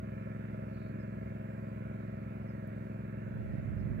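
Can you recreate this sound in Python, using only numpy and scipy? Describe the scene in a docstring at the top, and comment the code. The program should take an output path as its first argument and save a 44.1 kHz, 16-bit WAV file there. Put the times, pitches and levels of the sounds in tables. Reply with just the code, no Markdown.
"""Distant engine across a maize field

A slow single-cylinder engine chugs steadily, far off to the right. Each firing thumps through
the exhaust, puffs gas and rattles the casing, over a fainter hum and a wash of open air.
Far birds chirp, something dry ticks once, and near the end a breeze buffets the right microphone."""
import sys
import numpy as np
from scipy import signal
from scipy.fft import rfft, irfft
from scipy.io import wavfile
from scipy.ndimage import uniform_filter1d

SR = 44100
rng = np.random.default_rng(int(sys.argv[2]) if len(sys.argv) > 2 else 0)


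def generate_wav(signal):
    """Clip the signal to [-1, 1] and save it as 16-bit WAV at the path in sys.argv[1]."""
    frames = np.transpose(np.atleast_2d(signal))
    scaled = np.clip(frames, -1, 1) * 32767
    pcm = np.round(scaled).astype(np.int16)
    wavfile.write(sys.argv[1], SR, pcm)


N = 176400
T = np.arange(N) / SR
RIGHT_LEAD_S = .00051


def amp(db):
    """Decibels to gain."""
    return 10 ** (np.asarray(db) / 20)


def unit(x):
    """Scales to rms 1."""
    return x / np.sqrt(np.mean(x ** 2) + 1e-20)


def curve_at(points, hz):
    """Interpolates a table on a log-frequency axis."""
    f, value = np.transpose(points)
    return np.interp(np.log(hz + 1), np.log(f + 1), value)


def add(mix, start_s, sound):
    """Mixes a sound in place."""
    part = mix[max(round(start_s * SR), 0):][:len(sound)]
    part += sound[:len(part)]


def drift(cutoff_hz):
    """Low-passed random wander, rms 1."""
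    hz = np.fft.rfftfreq(N, 1 / SR)
    return unit(irfft(rfft(rng.standard_normal(N)) * (hz > 0) / (1 + (hz / cutoff_hz) ** 4), N))


def noise(spectrum):
    """Coloured noise, rms 1."""
    gain = amp(curve_at(spectrum, np.fft.rfftfreq(N, 1 / SR)))
    return unit(irfft(rfft(rng.standard_normal(N)) * gain, N))


def scatter(x, echo_db, t60_s):
    """Adds a short spray of reflections from soil and trees."""
    t = T[:SR // 4]
    tail = rng.standard_normal(len(t)) * amp(-60 * t / t60_s)
    echoes = signal.oaconvolve(x, tail / np.linalg.norm(tail))[:N]
    return (x + amp(echo_db) * echoes) / np.sqrt(1 + amp(echo_db) ** 2)


def resonate(x, hz, width_hz):
    """Swept resonance, peak gain 1."""
    carrier = np.exp(2j * np.pi * np.cumsum(hz) / SR)
    pole = np.exp(-np.pi * width_hz / SR)
    return 2 * (carrier * signal.lfilter([1 - pole], [1, -pole], x / carrier)).real


def from_right(x):
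    """Stereo pair; the sound reaches the right microphone first."""
    return np.array([np.interp(T + side * RIGHT_LEAD_S / 2, T, x) for side in (-1, 1)])


# Engine speed: time_s, firing_rate_hz
ENGINE_SPEED = [(0, 21.9), (.9, 21.945), (2.05, 21.95), (2.35, 22.0), (2.8, 21.96), (4, 21.94)]


def engine_cycles(firing_at_s=2.21746):
    """Running cycle count; the cylinder fires at each whole number."""
    cycles = np.cumsum(np.interp(T, *np.transpose(ENGINE_SPEED))) / SR
    return cycles - np.interp(firing_at_s, T, cycles)


# Pipe harmonics of the firing rate: order, level_db
EXHAUST_HARMONICS = [(2, -91), (3, -59.5), (4, -70), (5, -45.5), (6, -50.5), (7, -50.5), (8, -56.5),
                     (9, -48), (10, -48.5), (11, -66), (12, -60), (13, -61.5), (14, -62.5), (15, -80.5),
                     (16, -66.5), (17, -59.5), (18, -65), (19, -72), (20, -71), (21, -67), (22, -72),
                     (23, -71.5), (24, -61.5), (25, -62.5), (26, -88.5), (27, -80.5), (28, -64.5),
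                     (29, -60), (30, -65), (31, -80.5), (32, -90.5)]
# Two blows, then two inverted reflections: delay_s, gain
EXHAUST_BLOWS = [(0, 1), (.0153, 1.0), (.0215, -.38), (.0329, -.34)]


def exhaust(cycles, muffler_hz=(80, 200), jitter_s=.00005, trim_db=-.5, uneven_db=.23):
    """Exhaust thump: blows and muffler set each harmonic's phase, the pipe its level."""
    order, level_db = np.transpose(EXHAUST_HARMONICS)
    rate_hz = ENGINE_SPEED[0][1]
    hz = order * rate_hz
    muffler = signal.freqs(*signal.butter(2, muffler_hz, "band", analog=True), hz)[1]
    blows = sum(gain * np.exp(-2j * np.pi * hz * delay_s) for delay_s, gain in EXHAUST_BLOWS)
    phases = np.angle(muffler * blows)
    cycles = cycles + jitter_s * rate_hz * drift(8.3)
    note = sum(gain * np.cos(2 * np.pi * k * cycles + phase)
               for k, gain, phase in zip(order, amp(level_db), phases))
    return -np.sqrt(2) * note * amp(trim_db + uneven_db * drift(6.3))


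# Gas puffs after a firing: delay_s, sigma_s, level_db
GAS_PUFFS = [(.007, 0.0019, -64), (0.015, 0.0047, -56.5)]
# Gas noise: freq_hz, relative_db
PUFF_SPECTRUM = [(40, -54.5), (200, -4.5), (330, -6), (460, -6.5), (560, 8), (650, -8), (720, -20),
                 (1200, -31.5), (3000, -60)]


def puffs(firings_s):
    """Gas rushes out twice per cycle."""
    t = T[:SR // 10]
    pair = sum(amp(db) * np.exp(-.5 * ((t - delay_s) / sigma_s) ** 2)
               for delay_s, sigma_s, db in GAS_PUFFS)
    envelope = np.zeros(N)
    for start_s in firings_s:
        add(envelope, start_s, pair)
    return envelope * noise(PUFF_SPECTRUM)


# Mechanism knocks after a firing: delay_s, relative_db
MECHANISM_KNOCKS = [(.002, -4.5), (.012, 2.5), (0.0187, -0.5), (0.0308, -2), (.037, -12), (.043, 0)]
# Casing modes: pitch_hz, relative_db, t60_s
CASING_MODES = [(796, -14, 0.062), (1085, -11, 0.059), (1358, 4.5, 0.052), (1418, 0, 0.057),
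                (1630, -6.5, 0.029), (1696, -6, .03), (2120, 0.5, 0.047), (2268, -1, 0.015),
                (2670, -10, 0.0092)]
# Bright spot, sliding down as the microphone moves: time_s, centre_hz, gain_db
BRIGHT_SPOT = [(0, 1800, 7), (.7, 1800, 2.5), (1.6, 1650, -3.5), (4, 1520, -14)]


def rattle(firings_s, level_db=-62, fade_db_per_s=.5, jitter_s=.00003, spread_db=.75):
    """The same few knocks ring the casing every cycle, never quite alike."""
    knocks = np.zeros(N)
    for delay_s, db in MECHANISM_KNOCKS:
        for start_s in firings_s:
            late, strong = rng.standard_normal(2)
            add(knocks, start_s + delay_s + jitter_s * late, amp([db + spread_db * strong]))
    t = T[:SR // 10]
    ring = sum(amp(db - 60 * t / t60_s) * np.sin(2 * np.pi * hz * t) for hz, db, t60_s in CASING_MODES)
    casing = signal.oaconvolve(knocks, ring)[:N]
    bandpass = signal.butter(6, [700, 2700], "band", fs=SR, output="sos")
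    distant = scatter(signal.sosfilt(bandpass, casing), echo_db=-6.5, t60_s=.06)
    time_s, centre_hz, gain_db = np.transpose(BRIGHT_SPOT)
    bright = resonate(distant, np.interp(T, time_s, centre_hz), width_hz=150)
    bright *= amp(np.interp(T, time_s, gain_db))
    return amp(level_db - fade_db_per_s * (T - T.mean())) * unit(distant + bright)


def hum(pitch_hz=73.86, wander_hz=.14, level_db=-59.5, waver_db=3.5):
    """A far hum wavers and beats against the engine."""
    envelope = amp(level_db + waver_db * drift(3.3))
    hz = pitch_hz + wander_hz * drift(2)
    return np.sqrt(2) * envelope * np.sin(2 * np.pi * np.cumsum(hz) / SR)


# Far wash: freq_hz, relative_db
WASH_SPECTRUM = [(20, -28), (42, -22), (60, -4.5), (100, 1), (160, -3), (300, -4), (450, -12), (620, -3.5),
                 (720, -14.5), (1000, -16), (1250, -17), (1400, -13.5), (1800, -14.5), (2250, -19),
                 (2650, -22.5), (3050, -33.5), (4200, -40), (5800, -45.5), (6600, -42.5), (8700, -45),
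                 (9400, -49), (12800, -42.5), (16000, -45.5)]
# Left-right likeness: freq_hz, coherence
WASH_COHERENCE = [(60, 0.65), (150, 0.77), (300, 0.92), (600, 1), (1000, 0.52), (2000, 0.37), (4000, 0.1),
                  (8000, 0.082), (14000, .1)]


def wash(level_db=-52.5, patch_db=2):
    """Scattered engine noise and open air, with drifting spectral patches."""
    hz = np.fft.rfftfreq(2048, 1 / SR)
    draws = rng.standard_normal((N // 512 + 5, len(hz), 5))  # frame, bin, stream
    right = draws[..., 0] + 1j * draws[..., 1]
    independent = draws[..., 2] + 1j * draws[..., 3]
    patches = uniform_filter1d(draws[..., 4], size=12, axis=0)
    patches = unit(uniform_filter1d(patches, size=10, axis=1))
    coherence = curve_at(WASH_COHERENCE, hz)
    left = coherence * right + np.sqrt(1 - coherence ** 2) * independent
    left *= np.exp(-2j * np.pi * hz * RIGHT_LEAD_S)
    spectra = np.array([left, right]) * amp(curve_at(WASH_SPECTRUM, hz) + patch_db * patches)
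    air = signal.istft(spectra.transpose(0, 2, 1), nperseg=2048, noverlap=1536)[1]
    return amp(level_db) * unit(air[:, :N])


# Bird calls: middle_s, length_s, pitch_hz, level_db, trill_depth
BIRD_CHIRPS = [(0.809, 0.29, 4340, -78, 0.08), (1.012, .06, 5030, -77.5, 0.02),
               (2.498, 0.049, 5040, -77, .04), (3.804, .06, 4870, -80.5, 0.06)]


def birds(fall=.09, trill_hz=55.3, blur=.84):
    """Falling trilled chirps, blurred by distance."""
    calls = np.zeros(N)
    for middle_s, length_s, pitch_hz, level_db, trill_depth in BIRD_CHIRPS:
        position = np.clip((T - middle_s) / length_s, -.5, .5)
        trill = np.sin(2 * np.pi * trill_hz * T) + blur * drift(498)
        hz = pitch_hz * (1 - fall * position + trill_depth * trill)
        envelope = amp(level_db) * np.cos(np.pi * position)
        calls += np.sqrt(2) * envelope * np.sin(2 * np.pi * np.cumsum(hz) / SR)
    return scatter(calls, echo_db=-4, t60_s=.17)


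def tick(start_s=2.6745, level_db=-58, snap_t60_s=.007, rustle_db=-19, rustle_t60_s=.15):
    """One tiny dry snap and a short rustle, to the right."""
    t = T[:SR // 5]
    envelope = amp(-60 * t / snap_t60_s) + amp(rustle_db - 60 * t / rustle_t60_s)
    hiss = noise([(3000, -40), (5500, -22), (6500, -4), (10000, -9), (12500, 6), (16000, 2)])
    snap = np.zeros(N)
    add(snap, start_s, amp(level_db) * envelope * hiss[:len(t)])
    return snap * amp([[-6], [0]])


# Breeze on the right microphone: time_s, level_db
BREEZE_LEVEL = [(0, -81), (2.8, -67), (3.22, -52), (3.35, -40), (3.55, -35.5), (3.66, -37), (3.76, -35.5),
                (4, -31.5)]
# Buffeting: freq_hz, relative_db
BREEZE_SPECTRUM = [(20, -25), (40, -9), (70, -0.5), (110, 4.5), (170, -4.5), (280, -13.5), (500, -27.5),
                   (1200, -47), (4000, -80), (16000, -110)]


def breeze(lump_db=.73, left_db=-12):
    """Lumpy buffeting, mostly on the right microphone."""
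    envelope = amp(np.interp(T, *np.transpose(BREEZE_LEVEL)) + lump_db * drift(4.7))
    return envelope * np.array([amp(left_db) * noise(BREEZE_SPECTRUM), noise(BREEZE_SPECTRUM)])


def scene():
    """Engine, hum and birds from the right, wash all round, then tick and breeze."""
    cycles = engine_cycles()
    firings_s = np.interp(np.arange(np.ceil(cycles[0]), cycles[-1]), cycles, T)
    engine = exhaust(cycles) + puffs(firings_s) + rattle(firings_s)
    return from_right(engine + hum() + birds()) + wash() + tick() + breeze()


# Microphone balance: freq_hz, left_minus_right_db
MIC_BALANCE = [(100, 0), (650, 0.5), (850, 1.5), (1000, -6), (1550, -6), (1800, -7.5), (2130, -17),
               (2300, 0), (2500, -6.5), (2800, -7), (3200, -3), (5000, -7.5), (8000, -5.5), (13000, 3)]


def record(dry):
    """Each microphone's colour, then the band limit."""
    hz = np.linspace(0, SR / 2, 1025)
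    ratio = amp(curve_at(MIC_BALANCE, hz))
    right_gain = np.sqrt(2 / (1 + ratio ** 2))  # constant total power
    mics = [signal.firwin2(1023, hz, gain, fs=SR) for gain in (ratio * right_gain, right_gain)]
    coloured = np.array([signal.oaconvolve(x, mic, "same") for x, mic in zip(dry, mics)])
    lowpass = signal.firwin(511, cutoff=15750, window=("kaiser", 9), fs=SR)
    return signal.oaconvolve(coloured, lowpass[None], "same")


dry = scene()
out = record(dry)
generate_wav(out)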